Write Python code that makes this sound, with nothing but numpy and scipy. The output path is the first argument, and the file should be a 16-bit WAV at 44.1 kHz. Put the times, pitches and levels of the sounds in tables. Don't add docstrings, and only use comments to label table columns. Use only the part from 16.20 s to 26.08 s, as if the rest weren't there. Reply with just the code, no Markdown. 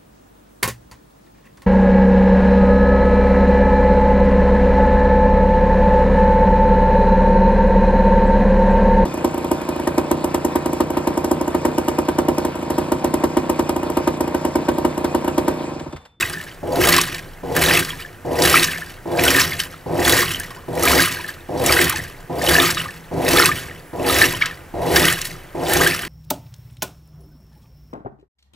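import sys
import numpy as np
from scipy import signal
from scipy.fft import rfft, irfft, next_fast_len
from scipy.io import wavfile
from scipy.ndimage import uniform_filter1d, map_coordinates

SR = 44100
rng = np.random.default_rng(int(sys.argv[2]) if len(sys.argv) > 2 else 0)


def makeup_ratio(level_db):
    decades = np.asarray(level_db, float) / 20
    return 10 ** decades


def int16_out(signal):
    q = np.round(np.clip(np.atleast_2d(signal).T, -1, 1) * 32767)
    wavfile.write(sys.argv[1], SR, q.astype(np.int16))


N = 435708

KICKS = [-0.38, 0.430, 1.233, 2.049, 2.856, 3.661, 4.482, 5.289, 6.097, 6.913, 7.731, 8.539, 9.347]
# motor_effort_db, surge_db, surge_full_after_s, surge_lasts_s
STROKES = [(-20, -14, 0.17, 0.15), (-20.5, -18.5, 0.2, 0.14), (-21, -17.5, 0.19, 0.14),
           (-20, -17, 0.19, 0.17), (-20.5, -17.5, 0.19, 0.17), (-19.5, -16, 0.21, 0.13),
           (-20.5, -17, 0.19, 0.17), (-20, -17, 0.2, 0.14), (-19.5, -17, 0.19, 0.17),
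           (-20, -16.5, .2, 0.13), (-21, -16.5, 0.19, 0.11), (-21, -17.5, 0.21, 0.14),
           (-20.5, -19, 0.17, 0.18)]
# pitch_hz, width_hz, level_db
CABINET = [(265.5, 17.8, -2.5), (357.4, 27, 2), (462, 27.5, -3.5), (517.6, 34, -5), (581.4, 39, -7),
           (697, 41, -6), (782, 53, -7.5), (920, 150, -11)]
# pitch_hz, width_hz, level_db
FRAME = [(30, 15, -13.5), (75.6, 19, -2.5), (93, 32, -3), (113.7, 15.5, -2), (160.6, 18, 3)]
# pitch_hz, over_effort_db, after_s, swells_s, holds_s, fade_db_per_s
LURCH = (72, -11, .16, .045, .02, -150)
RUN_DOWN = (355, -6, .25, .04, .08, -400)
# pitch_hz, level_db
SLOSH = [(410, -32), (700, -40), (1020, -7.5), (1770, 0), (2330, -5), (3060, -4.5), (6000, -16.5),
         (7800, -44), (13200, -120)]
# pitch_hz, level_db
SPRAY = [(2060, -17.5), (3500, -3.5), (4430, -4.5), (6740, -7.5), (7410, -8), (11600, -4.5), (15000, -9),
         (16000, -14.5)]
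# pitch_hz, width_hz, gain_db
AIR_COLUMN = [(1183, 180, -10), (1705, 60, 7), (2560, 50, -13.5), (3100, 210, 8)]
# peak_s, level_db, spray_over_slosh_db
SPLASHES = [(0.013, -28, -15), (0.28, -35, -15), (0.885, -25, -18), (0.74, -12.5, -22), (0.943, -27, -7),
            (1.366, -17.5, -8), (1.80, -30, -5.5), (2.34, -15, -21), (2.99, -21, -25), (3.18, -29, -10),
            (3.396, -26, 1.5), (3.53, -41, -13), (4.14, -37, 0), (4.79, -27, -9), (5.083, -30.5, -2.5),
            (5.694, -16, -11), (5.761, -30, -4), (6.57, -21, -14), (6.595, -24.5, -4), (8.165, -47, -5),
            (7.39, -28.5, -1), (7.46, -43, -14), (8.02, -14.5, -3), (8.215, -17, -20), (8.258, -21, -17),
            (9.015, -32, -3), (9.049, -33, 8.5), (9.832, -31, -12)]
# start_s, peak_db
BLOOPS = [(0.616, -11.5), (0.7443, -7), (1.3642, -9), (1.452, -10), (1.4847, -6.5), (2.252, -7),
          (3.171, -12), (3.1851, -3), (4.204, -15.5), (4.795, -1), (5.76, -13.5), (6.2148, -16),
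          (6.3125, -6), (6.352, 1), (6.3847, 0.5), (6.4784, -28), (6.573, -20), (7.1848, -2), (7.315, -8),
          (8.015, -2), (8.032, -1.5), (8.2155, -9), (8.31, -22), (8.764, -6), (8.8098, -11), (8.9206, -13),
          (9.51, -16), (9.5213, -13), (9.7308, -13)]
# start_s, peak_db
DRIPS = [(0.102, -24), (0.147, -20), (0.172, -17), (0.201, -21), (0.267, -25), (0.882, -19), (0.947, -23),
         (0.996, -29), (1.731, -25), (1.849, -21), (2.449, -24), (2.484, -11), (2.558, -21), (2.574, -20),
         (2.621, -16.5), (2.67, -28), (3.336, -18), (3.401, -14), (3.437, -26), (4.33, -39), (5.009, -24),
         (5.044, -17), (5.09, -17), (5.789, -17), (5.849, -25), (6.688, -20), (7.402, -24), (7.484, -26),
         (8.971, -16), (9.042, -28)]
# start_s, peak_db, pitch_hz
GULPS = [(0.026, -4.5, 2520), (0.6389, -3.5, 3050), (0.7222, -9, 1910), (1.512, -6, 3060),
         (1.571, -5.5, 2560), (1.705, -11, 3200), (2.2218, -10, 3880), (2.3685, -6, 1920),
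         (2.9924, -9, 2380), (3.0646, -6, 1440), (3.0804, 3, 3100), (3.1053, -9, 2400),
         (3.3209, -13.5, 2060), (3.3995, -4.5, 3050), (3.8513, -5.5, 3380), (4.146, -7, 3060),
         (4.636, -11, 1255), (4.6548, -11, 1215), (5.5892, -5, 2100), (6.274, -4, 2980), (6.4, 2, 3500),
         (6.601, -10, 2800), (7.159, -7.5, 1250), (7.237, -12, 1110), (7.2893, -7.5, 1174),
         (7.897, -10.5, 1250), (8.2208, -1, 2190), (8.8673, -10, 1510), (9.6633, -5.5, 3180),
         (9.8326, -16.5, 3080)]
# start_s, peak_db, centre_hz
SPITS = [(0.69, -15, 4010), (0.765, 5.5, 4140), (0.814, 3, 5960), (0.9453, -8, 4020), (1.3646, -5, 12700),
         (1.648, -7.5, 4440), (2.2217, 2.5, 4980), (2.2514, 4, 4130), (5.6416, -6, 11900),
         (3.037, -0.5, 10700), (3.1986, -5, 6820), (3.4023, -3, 4400), (4.137, -12, 5730),
         (4.1985, -10.5, 9190), (4.6334, -1, 9190), (4.6538, -2, 10200), (5.462, 0, 8150),
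         (5.696, -1, 11900), (5.759, -6, 4650), (6.221, -10, 5670), (6.345, -3, 4120), (6.5074, -4.5, 5870),
         (6.547, -8, 5070), (7.0874, -4, 5510), (7.9863, -2, 6560), (8.258, -9, 6030), (8.854, 2, 4690),
         (9.0154, -4.5, 5600), (9.0527, -7, 4000), (9.5353, -0.5, 11100)]
# time_s, pitch_hz, level_db
SQUEAK = [(7.54, 10233, -64), (7.56, 9850, -60), (7.6, 9750, -63), (7.66, 10080, -59), (7.73, 9860, -56),
          (7.76, 9750, -69)]
# pitch_hz, time_to_fall_60_db_s
TUB_RING = [(300, 0.13), (1500, 0.089), (5000, 0.061), (14000, 0.034)]
# pitch_hz, level_db
HUSH = [(15, -27), (25, 15), (36, -2), (92, 2.5), (212, -10), (344, -4.5), (1130, -12.5), (1650, -9.5),
        (3920, -28.5), (16000, -28)]
# pitch_hz, side_minus_mid_db
WIDTH = [(60, -22), (110, -20), (200, -19), (380, -15.5), (700, -6.5), (1290, -14.5), (2380, -14),
         (4400, -15), (8120, -3), (15000, -21)]
# pitch_hz, lead_radians
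LEAD = [(0, 0.18), (260, 0.34), (780, 0), (1120, 0.8), (2500, 0.26), (16100, 0.46)]

RAREST = .97


def drive():
    def thin_panels(hz):
        return (modes(CABINET[2:])(hz) + 0.04 * (hz > 180)) / (1 + 1j * hz / 900) ** 2

    thin_gain = shaken(full_s=.09, off_s=.28, drop_s=.11, over_db=-2, kick_db=-9, drop_db=-17.5, fade_db=-43)
    big_gain = shaken(full_s=.18, off_s=.31, drop_s=.09, over_db=-0.5, kick_db=-9, drop_db=-14, fade_db=-51,
                      overshoot_db=2)
    frame_gain = shaken(full_s=.2, off_s=.3, drop_s=.1, over_db=-8, kick_db=-6, drop_db=-5, fade_db=-50)
    parts = [(thin_panels, thin_gain), (modes(CABINET[:2]), big_gain), (modes(FRAME), frame_gain)]

    grit = rng.standard_normal((3, N)) * makeup_ratio(1.32 * wobble(60))
    swaying = makeup_ratio(0.97 * wobble(14))
    jolts = clutch_jolts()
    total = note(*LURCH) + note(*RUN_DOWN)
    for force, (body, gain) in zip(grit, parts):
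        shake, steady = filtered([(force * swaying + jolts) * gain, force], body)
        total += shake / np.std(steady)
    return total


def clutch_jolts():
    blow_db, blow_s = 33, 0.00031
    jolts = np.zeros(N)
    jolts[[round(s * SR) + 1 for s in KICKS if s > 0]] = makeup_ratio(blow_db)
    for _ in range(2):
        jolts = uniform_filter1d(jolts, int(blow_s * SR))
    return jolts


def shaken(full_s, off_s, drop_s, over_db, kick_db, drop_db, fade_db, overshoot_db=0):
    knots = [0, full_s / 2, full_s, (full_s + off_s) / 2, off_s, off_s + drop_s, off_s + drop_s + 1]
    events = []
    for k, (start, (effort_db, *_)) in enumerate(zip(KICKS, STROKES)):
        halfway_db = kick_db / 2 - overshoot_db / 2
        full_db = overshoot_db * (k % 2)
        shape = np.array([kick_db, halfway_db, full_db, 0, 0, drop_db, drop_db + fade_db])
        events.append((start, knots, effort_db + over_db + shape))
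    return repeated(events)


def note(hz, over_db, after, swells, holds, fade_db):
    knots = [0, swells, swells + holds, swells + holds + .2]
    shape = np.array([-20, 0, 0, .2 * fade_db])
    gain = repeated((start + after, knots, effort_db + over_db + shape)
                    for start, (effort_db, *_) in zip(KICKS, STROKES))
    unsteady = makeup_ratio(1.3 * wobble(9.6))
    pitch = hz * (1 + 0.0118 * wobble(9))
    return np.sqrt(2) * gain * unsteady * np.sin(2 * np.pi * np.cumsum(pitch) / SR)


def water():
    jumps = unit(1.43 + bursts(count=900, uneven_db=5, t60=0.027))

    rush = coloured(rng.standard_normal(N) * jumps, SLOSH)
    gurgle = swarm(count=3000, hz=2220, spread=0.335, cycles=12.2, uneven_db=6.0, rise=0.14, length=700)
    slosh = unit(filtered(0.72 * rush + 0.67 * gurgle, lambda hz: 1 + modes(AIR_COLUMN)(hz)))

    hiss = rng.standard_normal(N) * jumps
    fizz = swarm(count=12000, hz=7920, spread=0.464, cycles=17.0, uneven_db=6.5, rise=0.11, length=200) * jumps
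    spray = coloured(0.84 * hiss + 0.52 * unit(fizz), SPRAY)

    slosh_gain = repeated(surge(over_db=0, grows_db=3, fade_db=-75) + splashes(sprayed=0))
    spray_gain = repeated(surge(over_db=-3, grows_db=0, fade_db=-81) + splashes(sprayed=1))
    return slosh_gain * slosh + spray_gain * spray


def surge(over_db, grows_db, fade_db):
    climb_db_per_s, drop_db, drop_s = 190, -11, 0.067
    events = []
    for start, (_, surge_db, full, lasts) in zip(KICKS, STROKES):
        end = full + lasts
        knots = [0, full, end, end + drop_s, end + drop_s + 1]
        shape = np.array([-climb_db_per_s * full - grows_db, -grows_db, 0, drop_db, drop_db + fade_db])
        events.append((start, knots, surge_db + over_db + shape))
    return events


def splashes(sprayed):
    rise_s, fall_s = 0.0097, 0.19
    knots = [0, rise_s, rise_s + fall_s]
    return [(s - rise_s, knots, db + sprayed * spray_db + np.array([-20, 0, -60]))
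            for s, db, spray_db in SPLASHES]


def swarm(count, hz, spread, cycles, uneven_db, rise, length):
    draw = rng.random((count, 3))
    pitch = np.clip(hz * np.exp(spread * rng.standard_normal(count)), 300, 15500)
    size = makeup_ratio(-uneven_db * np.log(1 - RAREST * draw[:, 1]))
    start = draw[:, 0] * N / SR
    return unit(bubbles(start, pitch, size, cycles * (.5 + draw[:, 2]), rise, length))


def bursts(count, uneven_db, t60):
    draw = rng.random((count, 2))
    size = makeup_ratio(-uneven_db * np.log(1 - RAREST * draw[:, 1]))
    starts = np.bincount((draw[:, 0] * N).astype(int), size, N)
    return unit(signal.lfilter([1], [1, -makeup_ratio(-60 / (t60 * SR))], starts))


def drops():
    column_hz, scatter = 1690, .022
    bloops = [(s, db, column_hz * (1 + scatter * rng.standard_normal())) for s, db in BLOOPS + DRIPS]
    s, db, hz = np.transpose(GULPS + bloops)
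    gulps = bubbles(s, hz, makeup_ratio(db + 1.5), np.full(len(s), 22.), rise=0.057, length=1200)
    plop = bubbles(np.array([4.362]), np.array([803]), makeup_ratio([-32.5]), 45, rise=0.92, length=1500)
    return gulps + plop + spits()


def spits():
    out = np.zeros(N)
    t = np.arange(600) / SR
    for s, db, hz in SPITS:
        puff = rng.standard_normal(len(t)) * makeup_ratio(db - 5.0 - 60 * t / 0.024)
        b, a = signal.iirpeak(min(hz, 15000), 1.6, SR)
        piece = out[round(s * SR):][:len(t)]
        piece += signal.lfilter(b, a, puff)[:len(piece)]
    return out


def bubbles(s, hz, size, cycles, rise, length):
    t = np.arange(length) / SR
    u = t * (hz / cycles)[:, None]
    shape = np.exp(-3 * u) * (1 - np.exp(-9 * u))
    wave = size[:, None] * shape * np.sin(2 * np.pi * hz[:, None] * t * (1 + rise * u / 2))
    where = np.round(s * SR).astype(int)[:, None] + np.arange(length)
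    return np.bincount(where.ravel(), wave.ravel(), N + length)[:N]


def squeak():
    times, pitches, levels = np.transpose(SQUEAK)
    t = np.arange(N) / SR
    hz = np.interp(t, times, pitches)
    db = np.interp(t, times, levels)
    on = (t > times[0]) & (t < times[-1])
    return on * makeup_ratio(db + 1) * np.sin(2 * np.pi * np.cumsum(hz) / SR)


def tub_echoes():
    shared = tail(TUB_RING, length=12000)
    short = tail([(hz, 0.083 * t60) for hz, t60 in TUB_RING], length=3000)
    split = np.r_[-short[:0:-1], 0, short[1:]] / np.sqrt(2)
    return shared, split


def tail(t60s, length):
    hz, t, z = signal.stft(rng.standard_normal(length), SR, nperseg=128)
    echo = signal.istft(z * makeup_ratio(-60 * t / along(t60s, hz)[:, None]), SR, nperseg=128)[1]
    return echo / np.linalg.norm(echo)


def room_hush():
    return makeup_ratio(-42) * np.array([coloured(rng.standard_normal(N), HUSH) for _ in range(2)])


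def unit(x):
    return x / np.sqrt(np.mean(x ** 2) + 1e-20)


def along(points, hz):
    f, v = np.transpose(points)
    return np.interp(np.log(hz + 1), np.log(f + 1), v)


def wobble(rate):
    return map_coordinates(rng.standard_normal(1000), [np.arange(N) * min(rate / SR, 990 / N)])


def filtered(x, response):
    m = next_fast_len(N + SR // 2)
    return irfft(rfft(x, m) * response(np.fft.rfftfreq(m, 1 / SR)), m)[..., :N]


def coloured(x, spectrum):
    return unit(filtered(x, lambda hz: makeup_ratio(along(spectrum, hz))))


def modes(table):
    def response(f):
        total = 0
        for k, (centre, width, db) in enumerate(table):
            damping = 1j * f * width
            total = total + (-1) ** k * makeup_ratio(db) * damping / (centre ** 2 - f ** 2 + damping)
        return total
    return response


def repeated(shapes):
    power = np.zeros(N + 3 * SR)
    for s, knots, dbs in shapes:
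        part = makeup_ratio(np.interp(np.arange(int(knots[-1] * SR)) / SR, knots, dbs)) ** 2
        power[round((s + 1) * SR):][:len(part)] += part
    return np.sqrt(power[SR:SR + N])


def scene():
    shared_echo, split_echo = tub_echoes()
    mid_hush, side_hush = room_hush()
    near = drive() + water() + drops() + squeak()
    shared_ring = signal.oaconvolve(near, shared_echo)[:N]
    split_ring = signal.oaconvolve(near, split_echo, 'same')
    mid = near + makeup_ratio(-9.5) * shared_ring + mid_hush
    lead = filtered(mid, lambda hz: 1j * np.tan(along(LEAD, hz) / 2))
    spread = filtered(0.94 * split_ring + 1.2 * side_hush, lambda hz: makeup_ratio(along(WIDTH, hz)))
    side = lead + spread
    return np.array([mid + side, mid - side]) * makeup_ratio([[-.2], [.2]])


def low_pass(x):
    return signal.sosfilt(signal.butter(12, 16510, fs=SR, output="sos"), x)


def record(dry):
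    ceiling, hardness = 1.02, 6
    dry = filtered(dry, lambda hz: hz < 15750)
    mix = dry / (1 + np.abs(dry / ceiling) ** hardness) ** (1 / hardness)
    return low_pass(mix)


dry = scene()
out = record(dry)
int16_out(out)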